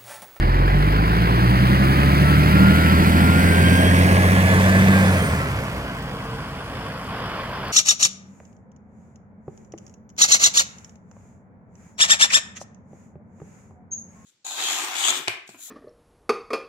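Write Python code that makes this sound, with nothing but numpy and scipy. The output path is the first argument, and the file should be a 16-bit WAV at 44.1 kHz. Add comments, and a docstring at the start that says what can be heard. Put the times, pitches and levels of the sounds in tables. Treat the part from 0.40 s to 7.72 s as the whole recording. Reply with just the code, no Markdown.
"""Articulated bus pulling away

A paved lot: a rear-engined diesel bus pulls away hard from about 8 m, lifts off and rolls on beyond 20 m.
Six unequal cylinders drive a booming exhaust and a clattering block; geared belt drives whine, the turbo
whistles with the revs, the tyres flick grit and the axle gears hum on the overrun.
A spaced pair of microphones hears the bus move from the right side towards the front."""
import sys
import numpy as np
from scipy import signal
from scipy.io import wavfile
from scipy.ndimage import uniform_filter1d, map_coordinates

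SR = 44100
rng = np.random.default_rng(int(sys.argv[2]) if len(sys.argv) > 2 else 0)


def wrap_up_sound(samples):
    """Save the sound to the file named by the first command line argument, as 16-bit audio."""
    columns = np.atleast_2d(samples).T
    # keep every value between -1 and 1, then stretch to whole-number steps
    tamed = np.clip(columns, -1, 1)
    steps = np.round(tamed * 32767).astype(np.int16)
    wavfile.write(sys.argv[1], SR, steps)


N = 322812


def from_db(db):
    """Decibels to gain."""
    return 10 ** (np.asarray(db) / 20)


def rms_one(x):
    """Scale to unit rms."""
    return x / np.sqrt(np.mean(x ** 2) + 1e-20)


def steady(x):
    """Level out the power, averaged over half a second and over the channels, to about one."""
    power = np.mean(np.atleast_2d(x) ** 2, axis=0)
    return x / np.sqrt(uniform_filter1d(power, SR // 2) + 1e-20)


def in_time(rows):
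    """Turn rows of (time, values...) into one curve per value column."""
    s, *columns = np.transpose(rows)
    return [np.interp(np.arange(N) / SR, s, c) for c in columns]


def at_hz(points, hz, column=1):
    """Read a column of a spectrum on a log-frequency axis."""
    table = np.array(points)
    return np.interp(np.log(hz), np.log(table[:, 0]), table[:, column])


def drift(rate_hz):
    """Smooth random wandering of spread one, drawn at every 40th sample."""
    step = 40
    pole = np.exp(-2 * np.pi * step * rate_hz / SR)
    settle = 2000  # discarded while the filter settles
    white = rng.standard_normal(N // step + settle + 2)
    slow = signal.lfilter([1], [1, -2 * pole, pole * pole], white)[settle:]
    return np.interp(np.arange(N) / step, np.arange(len(slow)), rms_one(slow))


def tone(turns, rough, flutter):
    """A unit-rms line with a share (rough) of side bands that flutter at random (flutter in Hz)."""
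    angle = 2 * np.pi * (turns + rng.random())
    in_phase = (1 + rough * drift(flutter)) * np.sin(angle)
    quadrature = rough * drift(flutter) * np.cos(angle)
    return np.sqrt(2 / (1 + 2 * rough ** 2)) * (in_phase + quadrature)


def resonant_db(resonances, hz):
    """Level of a tone as its pitch sweeps through a set of resonances, whose powers add."""
    power = 0
    for centre, half_width, db in resonances:
        power = power + (from_db(db) / (1 + ((hz - centre) / half_width) ** 2)) ** 2
    return 10 * np.log10(power)


# microphone pair, left over right: (frequency [Hz], level difference [dB])
EAR_BALANCE = [(60, -0.8), (200, -1), (450, -0.5), (800, 0.9), (1300, 2.5), (1900, -3), (2450, -7.5),
               (3300, 2), (4600, 1), (8500, -2), (15000, -3)]


def ears(hz):
    """Left and right gain of the microphones at a frequency."""
    return from_db(at_hz(EAR_BALANCE, hz) * np.array([[.5], [-.5]]))


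# side of the bus that faces the microphones: (time [s], aspect [0 flank, 1 tail, 2 far])
BUS_ASPECT = [(0, 0.1), (2.7, 0.05), (3.6, 0.77), (4.8, 1.16), (5.6, 1.55), (7.32, 1.64)]
# microphone pair: (frequency [Hz], likeness facing the flank [0-1], once reflections take over [0-1])
EAR_LIKENESS = [(100, .997, .997), (400, .985, .97), (1200, .96, .93), (2400, .82, .66), (5000, .74, .45),
                (14000, .6, .33)]


def noise_bands(low_hz, high_hz, count):
    """Yield (centre, stereo noise) in bands of equal density; the ears differ more as the bus turns away."""
    edges = np.geomspace(low_hz, high_hz, count + 1)
    white = rng.standard_normal((2, 2, N))  # neighbouring bands use different noise
    turned = np.clip(in_time(BUS_ASPECT)[0], 0, 1)
    for k in range(count):
        hz = np.sqrt(edges[k] * edges[k + 1])
        sos = signal.butter(3, edges[k:k + 2], "band", fs=SR, output="sos")
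        mid, side = signal.sosfilt(sos, white[k % 2])
        alike = (1 - turned) * at_hz(EAR_LIKENESS, hz) + turned * at_hz(EAR_LIKENESS, hz, column=2)
        yield hz, ears(hz) * (np.sqrt(1 + alike) * mid + np.sqrt(1 - alike) * side * [[1], [-1]])


# engine speed: (time [s], firing rate [firings per s])
ENGINE_REVS = [(0, 40), (.4, 49), (.8, 56.3), (1.2, 62.6), (1.8, 71.7), (2.4, 79.2), (3, 85.1), (3.8, 91.3),
               (4.5, 95.9), (4.6, 95.8), (4.7, 93.5), (4.8, 88), (5, 73.6), (5.2, 65.2), (5.6, 55.2),
               (6.5, 54), (7.32, 49.5)]


def firing_rate():
    """Firings per second of the six cylinders together."""
    return in_time(ENGINE_REVS)[0]


# engine torque, greatest at mid revs: (time [s], load [0-1])
ENGINE_LOAD = [(0, 0.52), (2.4, 1), (3.6, 0.5), (4.7, 0.5), (4.95, 0.1), (5.5, 0.2), (7.32, 0.22)]


def engine_load():
    """Share of full torque."""
    return np.clip(in_time(ENGINE_LOAD)[0], 0, 1)


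# the driver lifts off and the drive dies away
LIFT_OFF_S, RELEASE_S = 4.74, 0.11


def coasting(release_s):
    """0 on the throttle, rising to 1 after the lift-off with this time constant."""
    return 1 - np.exp(-np.maximum(np.arange(N) / SR - LIFT_OFF_S, 0) / release_s)


# distance of the rear engine from the microphones: (time [s], distance [m])
ENGINE_DISTANCE = [(0, 7.75), (2.5, 8.45), (3.3, 9.66), (4.4, 12.15), (5, 14.6), (5.6, 20.6), (6.3, 24.3),
                   (7.32, 21.8)]
# base levels hold at this engine speed (firings per s) and distance (m)
REFERENCE_RATE, REFERENCE_M = 80, 8


def level_db(base_db, per_octave_db, tail_db, coast_db):
    """A level changes with revs, falls with distance, and shifts when the tail faces us and off the throttle."""
    metres, aspect = in_time(ENGINE_DISTANCE)[0], in_time(BUS_ASPECT)[0]
    tail_on = np.clip(1 - np.abs(aspect - 1), 0, 1)
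    revs_db = per_octave_db * np.log2(firing_rate() / REFERENCE_RATE)
    distance_db = -20 * np.log10(metres / REFERENCE_M)
    return base_db + revs_db + distance_db + tail_db * tail_on + coast_db * coasting(RELEASE_S)


# tailpipe resonances that the firing harmonics sweep through: (centre [Hz], half width [Hz], level [dB])
TAILPIPE_RESONANCES = [(45, 11, -23), (87, 30, -24.5), (123.7, 10.5, -19.5), (145, 11, -19),
                       (175.2, 21, -22), (192.9, 6.1, -16.5), (248, 12, -23.5), (264.4, 8.6, -26)]
# offsets of the first and third firing harmonics against the second, before the pipe
FIRST_DB, THIRD_DB = 5.5, -3.0
# off the throttle the firing tones ebb away: eventual change and time constant
EBB_DB, EBB_S = -20.5, 1.15


def firing_tone(rate, firings):
    """Three harmonics of the firing rate sweep through the tailpipe; off load they ebb and roughen."""
    coast = coasting(RELEASE_S)
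    drive_db = level_db(base_db=0.62, per_octave_db=1.4, tail_db=3.0, coast_db=-1.5)
    drive_db = drive_db + EBB_DB * coasting(EBB_S)
    soft_db = -7.0 * coast  # unfuelled firings lose their overtones first
    uneven = 0.48 * coast   # and their regularity
    first_db, second_db, third_db = [
        drive_db + resonant_db(TAILPIPE_RESONANCES, k * rate) for k in (1, 2, 3)]
    first = from_db(FIRST_DB + first_db) * tone(firings, rough=0.092 + uneven, flutter=13.5)
    second = from_db(second_db + soft_db) * tone(2 * firings, rough=0.08 + uneven, flutter=4.0)
    third = from_db(THIRD_DB + third_db + soft_db) * tone(3 * firings, rough=0.15 + uneven, flutter=5.6)
    return (first + second + third) * ears(90)


# further multiples of the six-firing cycle, uneven orders and the higher firing harmonics:
# (multiple [1], relative level [dB])
EXHAUST_ORDERS = [(3, -2.5), (5, -10), (7, -6.5), (8, -19), (9, 2), (10, -1), (11, 1), (13, -3), (14, -5.5),
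                  (15, 2.5), (16, -11), (17, -6), (19, -3), (20, -8.5), (21, -4), (22, -6.5), (23, -5.5),
                  (24, 0), (26, -29), (27, -5), (28, -13), (30, 0.5), (33, -2), (36, -2), (39, -11.5),
                  (42, -5.5), (48, -11)]
# exhaust pipe response: (frequency [Hz], relative level [dB])
PIPE_RESPONSE = [(40, -15), (75, -8), (100, -11.5), (116, -0.5), (130, -20), (152, -8.5), (172, -3),
                 (195, 5), (225, -10), (270, -5), (330, -12), (400, -21.5), (520, -10)]


def cycle_orders(rate, firings):
    """Lines at multiples of the engine cycle, a sixth of the firing rate, sweep through the pipe response."""
    out = 0
    for multiple, db in EXHAUST_ORDERS:
        order = round(multiple)
        pipe_db = at_hz(PIPE_RESPONSE, order * rate / 6)
        out = out + from_db(db + pipe_db) * tone(order * firings / 6, rough=.3, flutter=3.0)
    return steady(out) * ears(150)


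# turbulent exhaust rumble: (frequency [Hz], relative density [dB per Hz])
RUMBLE_SPECTRUM = [(25, -29), (55, -8.5), (90, -0.5), (135, 4.5), (190, -5.5), (260, -3.5), (350, -19.5),
                   (500, -48)]


def exhaust_rumble():
    """Turbulence in the pipe: low noise at unit rms."""
    bands = noise_bands(21.24, 504.5, count=11)
    return rms_one(sum(from_db(at_hz(RUMBLE_SPECTRUM, hz)) * band for hz, band in bands))


# the boom peaks at one firing rate, where a cycle order meets the main pipe resonance
BOOM_AT_HZ, BOOM_WIDTH_HZ, BOOM_RISE_DB = 76.9, 2.06, 5


def exhaust_boom(rate, firings):
    """Cycle orders under load give way to turbulent rumble off load."""
    boom_db = level_db(base_db=-18.5, per_octave_db=9.0, tail_db=-2.0, coast_db=-0.9)
    on_throttle = 1 - coasting(RELEASE_S)
    boom_db = boom_db + BOOM_RISE_DB * on_throttle / (1 + ((rate - BOOM_AT_HZ) / BOOM_WIDTH_HZ) ** 2)
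    tonal = np.clip(0.95 * engine_load() ** 0.93, 0, 1)  # share of power in the orders
    orders, rumble = cycle_orders(rate, firings), exhaust_rumble()
    return from_db(boom_db) * (np.sqrt(tonal) * orders + np.sqrt(1 - tonal) * rumble)


def knocks(firings, depth, sharpness, uneven_db):
    """Each firing gives a burst that dies before the next; every cylinder and stroke varies in strength."""
    stroke = firings.astype(int)
    by_cylinder = rng.standard_normal(size=6)[stroke % 6]
    by_stroke = rng.standard_normal(size=1024)[stroke]
    strength = from_db(uneven_db * (by_cylinder + by_stroke))
    return rms_one(1 + depth * strength * np.exp(-sharpness * (firings % 1)))


# machinery colour by aspect: (frequency [Hz], flank level [dB], tail level [dB], far level [dB]), all relative
ASPECT_COLOUR = [(335, 3, -1.5, -15), (466, -8.5, 2, -9.5), (626, -6, 4, -10), (815, -4, -7, -7),
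                 (1480, 0, 6, -1.5), (1780, -2.5, 8.5, -12), (2730, -13, -5.5, -10), (3220, -13, -11, 1.5),
                 (3900, -19, -13.5, -24), (4570, -17.5, -13, -11.5), (6630, -35, -19.5, -18.5),
                 (9600, -29, -19, -19.5), (11100, -29, -25, -18), (15000, -30, -24.5, -26)]


def coloured(low_hz, high_hz, count, patchy_db):
    """Noise whose colour follows the side of the bus that faces the microphones, with random patches."""
    aspect = in_time(BUS_ASPECT)[0]
    out = 0
    for hz, band in noise_bands(low_hz, high_hz, count):
        by_aspect = [at_hz(ASPECT_COLOUR, hz, column=k) for k in (1, 2, 3)]
        colour_db = np.interp(aspect, np.arange(3), by_aspect)
        out = out + band * from_db(colour_db + patchy_db * drift(12.0))
    return steady(out)


# roar and clatter swell as the bus swings round: (start [s], length [s], level [dB])
SWING_SWELLS = [(6.283, 0.22, 2.0), (6.653, 0.36, 4.5), (7.044, .3, 4.0)]
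SWELL_RAMP_S = 0.097


def swells_db():
    """Each swell rises, holds and falls back; the fall follows its length."""
    t = np.arange(N) / SR
    out = 0
    for start, length, db in SWING_SWELLS:
        ramps = np.minimum(t - start, start + length + SWELL_RAMP_S - t) / SWELL_RAMP_S
        out = out + db * np.clip(ramps, 0, 1)
    return out


def fan_roar(pulse):
    """Broad low-mid fan noise, gently pulsing with the firings."""
    roar_db = level_db(base_db=-24.0, per_octave_db=4.0, tail_db=2.5, coast_db=-2.5) + swells_db()
    return from_db(roar_db) * coloured(286.2, 1188, count=8, patchy_db=1.25) * rms_one(pulse + 1)


def block_clatter(pulse):
    """Combustion knocks excite the panels and the block in noise bursts, one per firing."""
    swell_db = swells_db()
    panel_db = level_db(base_db=-26.0, per_octave_db=6.5, tail_db=0.4, coast_db=-2.0) + swell_db
    clatter_db = level_db(base_db=-27.1, per_octave_db=9.0, tail_db=0.9, coast_db=-1.5) + swell_db
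    panels = from_db(panel_db) * coloured(1224, 1921, count=3, patchy_db=1.4)
    clatter = from_db(clatter_db) * coloured(1909, 5435, count=10, patchy_db=1.04)
    return (panels + clatter) * pulse


def crackling_hiss(pulse):
    """High noise with a fast random crackle, gently pulsing with the firings."""
    hiss_db = level_db(base_db=-37.0, per_octave_db=15.5, tail_db=0.54, coast_db=1.5)
    crackle = rms_one(from_db(0.84 * drift(65)))
    return from_db(hiss_db) * coloured(5540, 16900, count=10, patchy_db=1.0) * crackle * rms_one(pulse + 1)


def machinery(firings):
    """Fan, block and hiss share the same train of firings."""
    pulse = knocks(firings, depth=.62, sharpness=4.0, uneven_db=2.2)
    return fan_roar(pulse) + block_clatter(pulse) + crackling_hiss(pulse)


# ground reflection of the whines: (time [s], phase between the microphones [turns])
WHINE_APART = [(0, .4), (1.4, .38), (2.1, .31), (2.9, .27), (3.4, .26), (4, .32), (4.5, .36), (7.32, .38)]


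def scattered(turns, rough, flutter=8):
    """Reflections from body and ground set a whine out of step at the two microphones, wandering slowly."""
    wave = signal.hilbert(tone(turns, rough, flutter))
    apart = np.exp(2j * np.pi * (in_time(WHINE_APART)[0] + .04 * drift(1)))
    return np.real([wave / apart, wave])


# engine bay resonances that both belt whines sweep through: (centre [Hz], half width [Hz], level [dB])
BAY_RESONANCES = [(1230, 110, -37), (1330, 26, -31.5), (1415, 30, -24), (1605, 32, -24), (1725, 58, -27.8)]
ALTERNATOR_RATIO, PUMP_RATIO = 18.27, 16.7  # whine frequency per firing rate
PUMP_LOW_DB = -39  # the pump's lower octave, against the belt level


def belt_whines(rate, firings):
    """Alternator and pump, geared to the crank, whine through the engine bay resonances."""
    belt_db = level_db(base_db=-1.65, per_octave_db=-4.0, tail_db=4.5, coast_db=-0.5)
    alternator_db = belt_db + resonant_db(BAY_RESONANCES, ALTERNATOR_RATIO * rate)
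    pump_db = level_db(base_db=-2.5, per_octave_db=20.0, tail_db=-4.5, coast_db=-1.0)
    pump_db = pump_db + resonant_db(BAY_RESONANCES, PUMP_RATIO * rate)
    load = engine_load()
    slack = .45 + .7 * coasting(RELEASE_S)  # off load the belt flaps and the tones break up
    # overtones escape through the rear grille
    grille = load * np.clip(in_time(BUS_ASPECT)[0] + 0.37, 0, 1)

    alternator, pump = ALTERNATOR_RATIO * firings, PUMP_RATIO * firings
    alternator_octave = from_db(-4) * scattered(2 * alternator, rough=0.67, flutter=19)
    pump_overtones = from_db(-10) * scattered(1.5 * pump, rough=.9)
    pump_overtones += from_db(-13) * scattered(2 * pump, rough=.9)
    whines = from_db(alternator_db) * (scattered(alternator, slack) + grille * alternator_octave)
    whines += from_db(pump_db) * (scattered(pump, slack) + grille * pump_overtones)
    whines += load * from_db(belt_db + PUMP_LOW_DB) * tone(pump / 2, rough=0.11, flutter=5.1)
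    return whines * ears(ALTERNATOR_RATIO * rate)


# intake duct resonance that lets the turbo whistle out: (centre [Hz], half width [Hz], level [dB])
INTAKE_RESONANCE = [(8900, 480, -40.3)]
# the blade tone is a multiple of the firing rate, a little late
TURBO_RATIO, TURBO_LATE_S = 101.4, .04
BREATH_DB = -0.5  # rush of air against the whistle it surrounds


def turbo_whistle(rate):
    """The blade tone follows the revs late, blurred by rushing air, and sweeps through the intake duct."""
    samples = np.arange(N)
    turbo_hz = TURBO_RATIO * np.interp(samples - TURBO_LATE_S * SR, samples, rate)
    blades = np.cumsum(turbo_hz) / SR
    channels = []
    for _ in range(2):
        breath = from_db(BREATH_DB) * tone(blades, rough=5.0, flutter=380)
        channels.append(tone(blades, rough=3.0, flutter=110) + breath)
    return np.array(channels) * from_db(resonant_db(INTAKE_RESONANCE, turbo_hz)) * ears(turbo_hz)


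# grit snapping under the tyres: (time [s], peak level [dB], ring frequency [Hz])
GRIT_SNAPS = [(1.006, -28, 9000), (1.268, -33, 1500), (1.751, -28, 9000), (3.027, -31, 9000),
              (3.466, -32, 8000), (5.625, -35, 10000), (5.771, -36, 1600), (6.645, -37, 6000),
              (7.246, -39, 10000), (7.283, -30, 6970)]


def grit(decay_s=.002):
    """Each stone gives a short, broadly tuned snap: decaying noise through a wide band."""
    out, t = np.zeros(N), np.arange(SR // 40) / SR
    for s, db, hz in GRIT_SNAPS:
        band = [hz * .55, min(hz * 1.7, .45 * SR)]
        sos = signal.butter(1, band, "band", fs=SR, output="sos")
        snap = signal.sosfilt(sos, rng.standard_normal(len(t)) * np.exp(-t / decay_s))
        at = int(s * SR)
        out[at:at + len(t)] += (from_db(db) * snap / np.abs(snap).max())[:N - at]
    return out


# axle gears hum on the overrun: (time [s], pitch [Hz], level [dB])
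AXLE_HUM = [(0, 400, -80), (4.7, 467, -59), (5.05, 457.5, -73), (5.6, 454, -45), (5.95, 452.5, -45),
            (6.2, 452, -54), (6.45, 455, -46), (6.9, 474, -50), (7.32, 480, -61)]


def axle_hum():
    """The axle gears sound one fluttering tone along its own pitch and level curves, alike at both microphones."""
    axle_hz, axle_db = in_time(AXLE_HUM)
    return from_db(axle_db) * tone(np.cumsum(axle_hz) / SR, rough=0.71, flutter=11)


# bearing of the bus: (time [s], lag of the left microphone [ms])
LEFT_LAG = [(0, .44), (1.8, .45), (3.25, 0.38), (4.75, 0.2), (6, 0.11), (7.32, 0.065)]


def scene():
    """Exhaust, machinery and grit reach the left microphone later than the right; the whines are not lagged."""
    rate = firing_rate()
    firings = np.cumsum(rate) / SR
    left, right = firing_tone(rate, firings) + exhaust_boom(rate, firings) + machinery(firings) + grit()
    late = np.arange(N) - in_time(LEFT_LAG)[0] * SR / 1000
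    left = map_coordinates(left, [late], order=5, mode="nearest")
    return np.array([left, right]) + belt_whines(rate, firings) + turbo_whistle(rate) + axle_hum()


CUTOFF_HZ = 15950


def record(dry):
    """The top is cut steeply."""
    return signal.sosfilt(signal.ellip(12, .1, 80, CUTOFF_HZ, fs=SR, output="sos"), dry)


dry = scene()
out = record(dry)
wrap_up_sound(out)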